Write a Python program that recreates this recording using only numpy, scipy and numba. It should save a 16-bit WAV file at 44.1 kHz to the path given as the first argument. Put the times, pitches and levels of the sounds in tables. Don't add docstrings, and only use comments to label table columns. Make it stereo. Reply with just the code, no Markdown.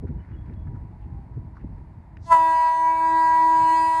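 import sys
import numpy as np
from scipy import signal
from scipy.fft import rfft, irfft
from scipy.io import wavfile
from scipy.ndimage import uniform_filter1d
from numba import njit

SR = 44100
rng = np.random.default_rng(int(sys.argv[2]) if len(sys.argv) > 2 else 0)


def put_to_file(sound):
    columns = np.atleast_2d(sound).T
    safe = np.clip(columns, -1, 1)
    whole_steps = np.round(safe * 32767)
    wavfile.write(sys.argv[1], SR, whole_steps.astype(np.int16))


N = 176400
TIME = np.arange(N) / SR


def undb(db):
    return 10 ** (np.asarray(db) / 20)


def curve(table, column=1):
    rows = np.array(table, float)
    return np.interp(TIME, rows[:, 0], rows[:, column])


def at_hz(table, hz, column=1):
    rows = np.array(table, float)
    return np.interp(np.log(hz), np.log(rows[:, 0]), rows[:, column])


def shaped(gain):
    hz = np.maximum(np.arange(N // 2 + 1) * SR / N, 1)
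    x = irfft(rfft(rng.standard_normal(N)) * gain(hz), N)
    return x / x.std()


def noise(spectrum):
    return shaped(lambda hz: undb(at_hz(spectrum, hz)))


def walk(rate):
    return shaped(lambda hz: np.exp(-(hz / rate) ** 2) / (1 + 2 * hz / rate))


def bursts(table, octaves):
    out = np.zeros(N)
    for when, centre, width, db in table:
        band = shaped(lambda hz: (1 + (np.log2(hz / centre) / octaves) ** 2 / 4) ** -5)
        out += undb(db) * np.exp(-.5 * ((TIME - when) / width) ** 2) * band
    return out


def scatter(rate):
    return (walk(rate) + 1j * walk(rate)) / np.sqrt(2)


def fading_tone(phase, fading, balance_db=0, lead=0):
    fade_per_s, flutter_per_s = 8.1, 39
    shared = 1 + fading * (scatter(fade_per_s) + 0.73 * scatter(flutter_per_s))
    apart = fading * 0.44 * scatter(fade_per_s)
    side = np.array([[1], [-1]])
    ports = undb(side * balance_db / 2) * np.exp(1j * side * lead / 2)
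    swell = undb(fading * 3 * walk(rate=4))
    tone = np.real(ports * (shared + side * apart) * np.exp(1j * phase))
    return swell * tone * np.sqrt(2 / (1 + fading ** 2))


# (frequency [Hz], relative density [dB])
WIND_SPECTRUM = [(20, -29.5), (35, -6.5), (58, 4), (110, -1.5), (180, -9.5), (300, -19), (500, -31.5),
                 (1000, -61.5), (4000, -89)]
# (time [s], relative level [dB])
WIND_STRENGTH = [(0, 2), (.17, 6.5), (.25, -6.5), (.34, 4), (.46, -3), (.52, 2.5), (.6, 1), (.72, 3),
                 (.98, -3.5), (1.09, 0.5), (1.32, -4.5), (1.42, 0), (1.53, -4.5), (1.66, 1), (1.81, -1.5),
                 (2.07, -8.5), (2.3, -3.5), (2.6, -5.5), (3.2, -4.5), (3.38, -0.5), (3.5, -4), (4, -3)]
# (time [s], centre [Hz], width [s], level [dB])
BUFFETS = [(.042, 234, 0.0095, -29.5), (.105, 152, 0.0082, -29), (.51, 150, 0.016, -35.5),
           (.695, 118, 0.034, -41), (1.19, 164, 0.0042, -36.5), (1.385, 90, 0.012, -28),
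           (1.376, 240, 0.0037, -40), (1.645, 192.4, 0.006, -34), (3.3, 325, 0.0048, -43),
           (3.625, 130, 0.017, -30.5)]

def wind():
    gusts = undb(-36.5 + curve(WIND_STRENGTH) + 1.5 * walk(rate=57))
    return gusts * noise(WIND_SPECTRUM) + bursts(BUFFETS, octaves=0.88)


# (frequency [Hz], relative density [dB])
LAND_SPECTRUM = [(100, -10.5), (300, -25), (550, 0), (930, 8.5), (1250, -6.5), (2000, -7), (3200, -26),
                 (4500, -24.5), (6000, -33), (10000, -32.5), (15000, -49.5)]

def open_land():
    apart = np.array([noise(LAND_SPECTRUM), noise(LAND_SPECTRUM)])
    level = undb(-62.5 + .5 * walk(rate=6))
    return level * (0.53 * noise(LAND_SPECTRUM) + 1.68 * apart)


# (frequency [Hz], level [dB])
FAR_PARTIALS = [(322, -64.5), (644, -73), (964, -68)]

def far_horn():
    return sum(undb(db) * fading_tone(2 * np.pi * hz * TIME, fading=0.61) for hz, db in FAR_PARTIALS)


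# (time [s], centre [Hz], width [s], level [dB])
SCUFFS = [(0.084, 1490, 0.011, -60), (0.285, 1550, 0.094, -65), (0.46, 1700, 0.0035, -61),
          (0.493, 1700, 0.038, -65.5), (0.539, 3200, .003, -69), (0.678, 1430, 0.0045, -54),
          (0.756, 1250, 0.0097, -59), (1.036, 2150, .025, -73.5), (1.35, 1500, .012, -65.5),
          (1.571, 1080, 0.012, -54.5), (1.612, 1810, 0.014, -65), (1.782, 1400, 0.0044, -60),
          (2.171, 1710, 0.0012, -40.5), (3.292, 4970, 0.0025, -45)]

def gravel():
    grit_hz, grit_db = 4400, -24.5
    grit = [(when, grit_hz, width, db + grit_db) for when, _, width, db in SCUFFS]
    return bursts(SCUFFS + grit, octaves=0.59) * undb(3.5 * walk(rate=470))


# (time [s], centre [Hz], width [s], level [dB])
CHIRPS = [(.21, 2950, 0.016, -72), (.345, 2900, 0.016, -74), (.39, 3330, 0.046, -76),
          (.61, 3360, 0.045, -80)]

def birds():
    return bursts(CHIRPS, octaves=0.02)


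# (time [s], frequency [Hz], level [dB])
GLIDE = [(.7, 878, -71), (.95, 865, -62), (1.22, 781, -63), (1.42, 664, -64), (1.62, 570, -72),
         (1.75, 510, -92)]

def falling_tone():
    sounding = (TIME > GLIDE[0][0]) & (TIME < GLIDE[-1][0])
    phase = 2 * np.pi * np.cumsum(curve(GLIDE)) / SR
    return sounding * undb(curve(GLIDE, column=2)) * fading_tone(phase, fading=1.0)


# (time [s], frequency [Hz])
PITCH = [(2.26, 335), (2.298, 334), (2.335, 329.8), (2.36, 326.3), (2.39, 325.3), (2.53, 324.7),
         (2.63, 324.2), (2.79, 325), (2.97, 324.8), (3.25, 324.4), (3.75, 324.3), (4.0, 323.8)]
# (time [s], relative level [dB])
SECOND = [(2.29, -13), (2.32, 6.5), (2.75, 0), (4, -2)]
THIRD = [(2.24, -61), (2.292, -33.5), (2.312, -15), (2.326, -8.5), (2.39, -7.5), (2.5, -10), (2.66, -9),
         (2.77, -13), (2.88, -8.5), (2.968, -13.5), (3.06, -9.8), (3.11, -11.5), (3.17, -9), (3.43, -7.5),
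         (3.72, -8.5), (3.98, -12)]
SIXTH = [(2.298, -27), (2.322, 1), (2.89, -3), (2.97, -11), (3.16, 2.5), (3.44, 2.5), (3.64, -10),
         (3.7, -0.5)]
# (time [s], fundamental [dB], harmonics 4, 5 and 7 [dB], 8 and above [dB])
BAND_ENVELOPES = [(2.296, -21.5, -27, -15.5), (2.324, -6, 4, 2), (2.39, -2.5, -4, 0.5), (2.5, -2, 1, 0.5),
                  (2.58, -16, -2.5, -1), (2.66, -8.5, -1.5, -0.5), (2.78, -3, -5, -5), (2.96, -4, 1, -4.5),
                  (3.16, 5.5, -3, 0), (3.29, -5.5, -1, 0), (3.43, 2.5, -0.5, -1.5), (3.58, 5.5, -3.5, -1),
                  (3.72, 7, -3.5, 4.5), (3.98, -0.5, -4, 2)]
# (relative level [dB], left minus right [dB], fading depth [0-1])
HARMONICS = [(-34, 1, 0.28), (-30, -8, 0.03), (0, -4.5, 0.01), (-33, 2.5, 1), (-29, 0.5, 0.44),
             (-26, 1.5, 0.11), (-45.5, 4, 1), (-42.5, -0.5, 0.6), (-49, 2, 0.6), (-51, -6.5, 0.4),
             (-53, 1.5, 0.7), (-59, 11, 1), (-49.5, -0.5, 0.3), (-56, 0.5, 0.9), (-52, -5, 0.6)]
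PORT_LEADS = [-.2, -1.7, .6, -2.5, -1.7, -2.0, .4, -1.8, 1.9, 2.6, 1.0, 1.2, -.1, -.1, .1]
# (frequency [Hz], relative level [dB], left minus right [dB], left lead [rad])
UPPER_HARMONICS = [(4900, -54.5, 6.5, 4.5), (6016, -64, 0, 1.5), (6246, -52.5, 0, 7),
                   (6420, -50.5, -0.5, 8.5), (7050, -63.5, -3, 6), (8100, -54, -3, 9.5),
                   (7840, -54, -7, 7.5), (9500, -60, 3, 7.5), (10000, -59.5, -1, 4.5),
                   (11700, -72.5, 3, 2.5), (13000, -75.5, -6, 1.8), (14300, -78, 6.5, 1),
                   (15400, -74.5, 3.5, -5)]

def diaphragm():
    pitch = curve(PITCH) * (1 + 0.00029 * walk(rate=77))
    phase = 2 * np.pi * np.cumsum(pitch) / SR
    first, middle, treble = (undb(curve(BAND_ENVELOPES, column)) for column in (1, 2, 3))
    second, third, sixth = (undb(curve(table)) for table in (SECOND, THIRD, SIXTH))
    envelopes = [first, second, third, middle, middle, sixth, middle] + [treble] * 8
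    out = np.zeros((2, N))
    for k, (db, balance_db, fading) in enumerate(HARMONICS):
        out += undb(db) * envelopes[k] * fading_tone((k + 1) * phase, fading, balance_db, PORT_LEADS[k])
    for k in range(len(HARMONICS) + 1, 48):
        db, balance_db, lead = (at_hz(UPPER_HARMONICS, k * PITCH[-1][1], column) for column in (1, 2, 3))
        out += undb(db) * treble * fading_tone(k * phase, 0.7, balance_db, lead)
    return out


# (frequency [Hz], relative level [dB])
SIDE_NOTES = [(687, -54.5), (916, -42.5), (1034, -46)]

def side_notes():
    return sum(undb(db - 1.5) * fading_tone(2 * np.pi * hz * TIME, fading=0.98, balance_db=-2, lead=0.62)
               for hz, db in SIDE_NOTES)


# (frequency [Hz], relative density [dB])
RUSH_SPECTRUM = [(150, -25.5), (450, -28.5), (700, -19.5), (970, -1), (1180, -11), (1450, -17.5),
                 (1850, -15), (2400, -26.5), (3200, -37.5), (4400, -25.5), (5700, -37), (8600, -24),
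                 (11000, -39.5), (15000, -52)]

def air_rush():
    shared = noise(RUSH_SPECTRUM)
    apart = np.array([noise(RUSH_SPECTRUM), noise(RUSH_SPECTRUM)])
    return undb(-45) * (shared + apart) / np.sqrt(2)


def air_horn():
    opens_s, opening_s = 2.235, 0.05
    valve = np.clip((TIME - opens_s) / opening_s, 0, 1) ** 2
    blowing = np.minimum(undb(curve(THIRD) + 9), 1)
    return valve * (diaphragm() + blowing * (side_notes() + air_rush()))


# (time [s], centre [Hz], width [s], level [dB])
ONSET_BURSTS = [(2.27, 5060, 0.028, -60.5), (2.328, 4900, 0.0058, -57)]

def onset_noise():
    return bursts(ONSET_BURSTS, octaves=0.59)


def scene():
    horn = air_horn() + onset_noise()
    return horn + wind() + gravel() + birds() + far_horn() + falling_tone() + open_land()


@njit
def gain_control(peak, threshold, step, floor, wait):
    out, gain, waited = np.empty(len(peak)), 1., 0.
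    for i in range(len(peak)):
        if waited > 0 or peak[i] * gain > threshold:
            waited += 1
        if waited > wait:
            gain, waited = max(gain * step, floor), 0.
        out[i] = gain
    return out


def record(dry):
    threshold, step, floor = undb([-9.5, -2.75, -8])
    wait_s, slew_s, cutoff_hz = .021, .0007, 15500
    gain = gain_control(np.abs(dry).max(axis=0), threshold, step, floor, wait_s * SR)
    gain = uniform_filter1d(gain, size=int(slew_s * SR))
    low_pass = signal.ellip(8, .2, 70, cutoff_hz, fs=SR, output="sos")
    return signal.sosfilt(low_pass, dry * gain)


dry = scene()
out = record(dry)
put_to_file(out)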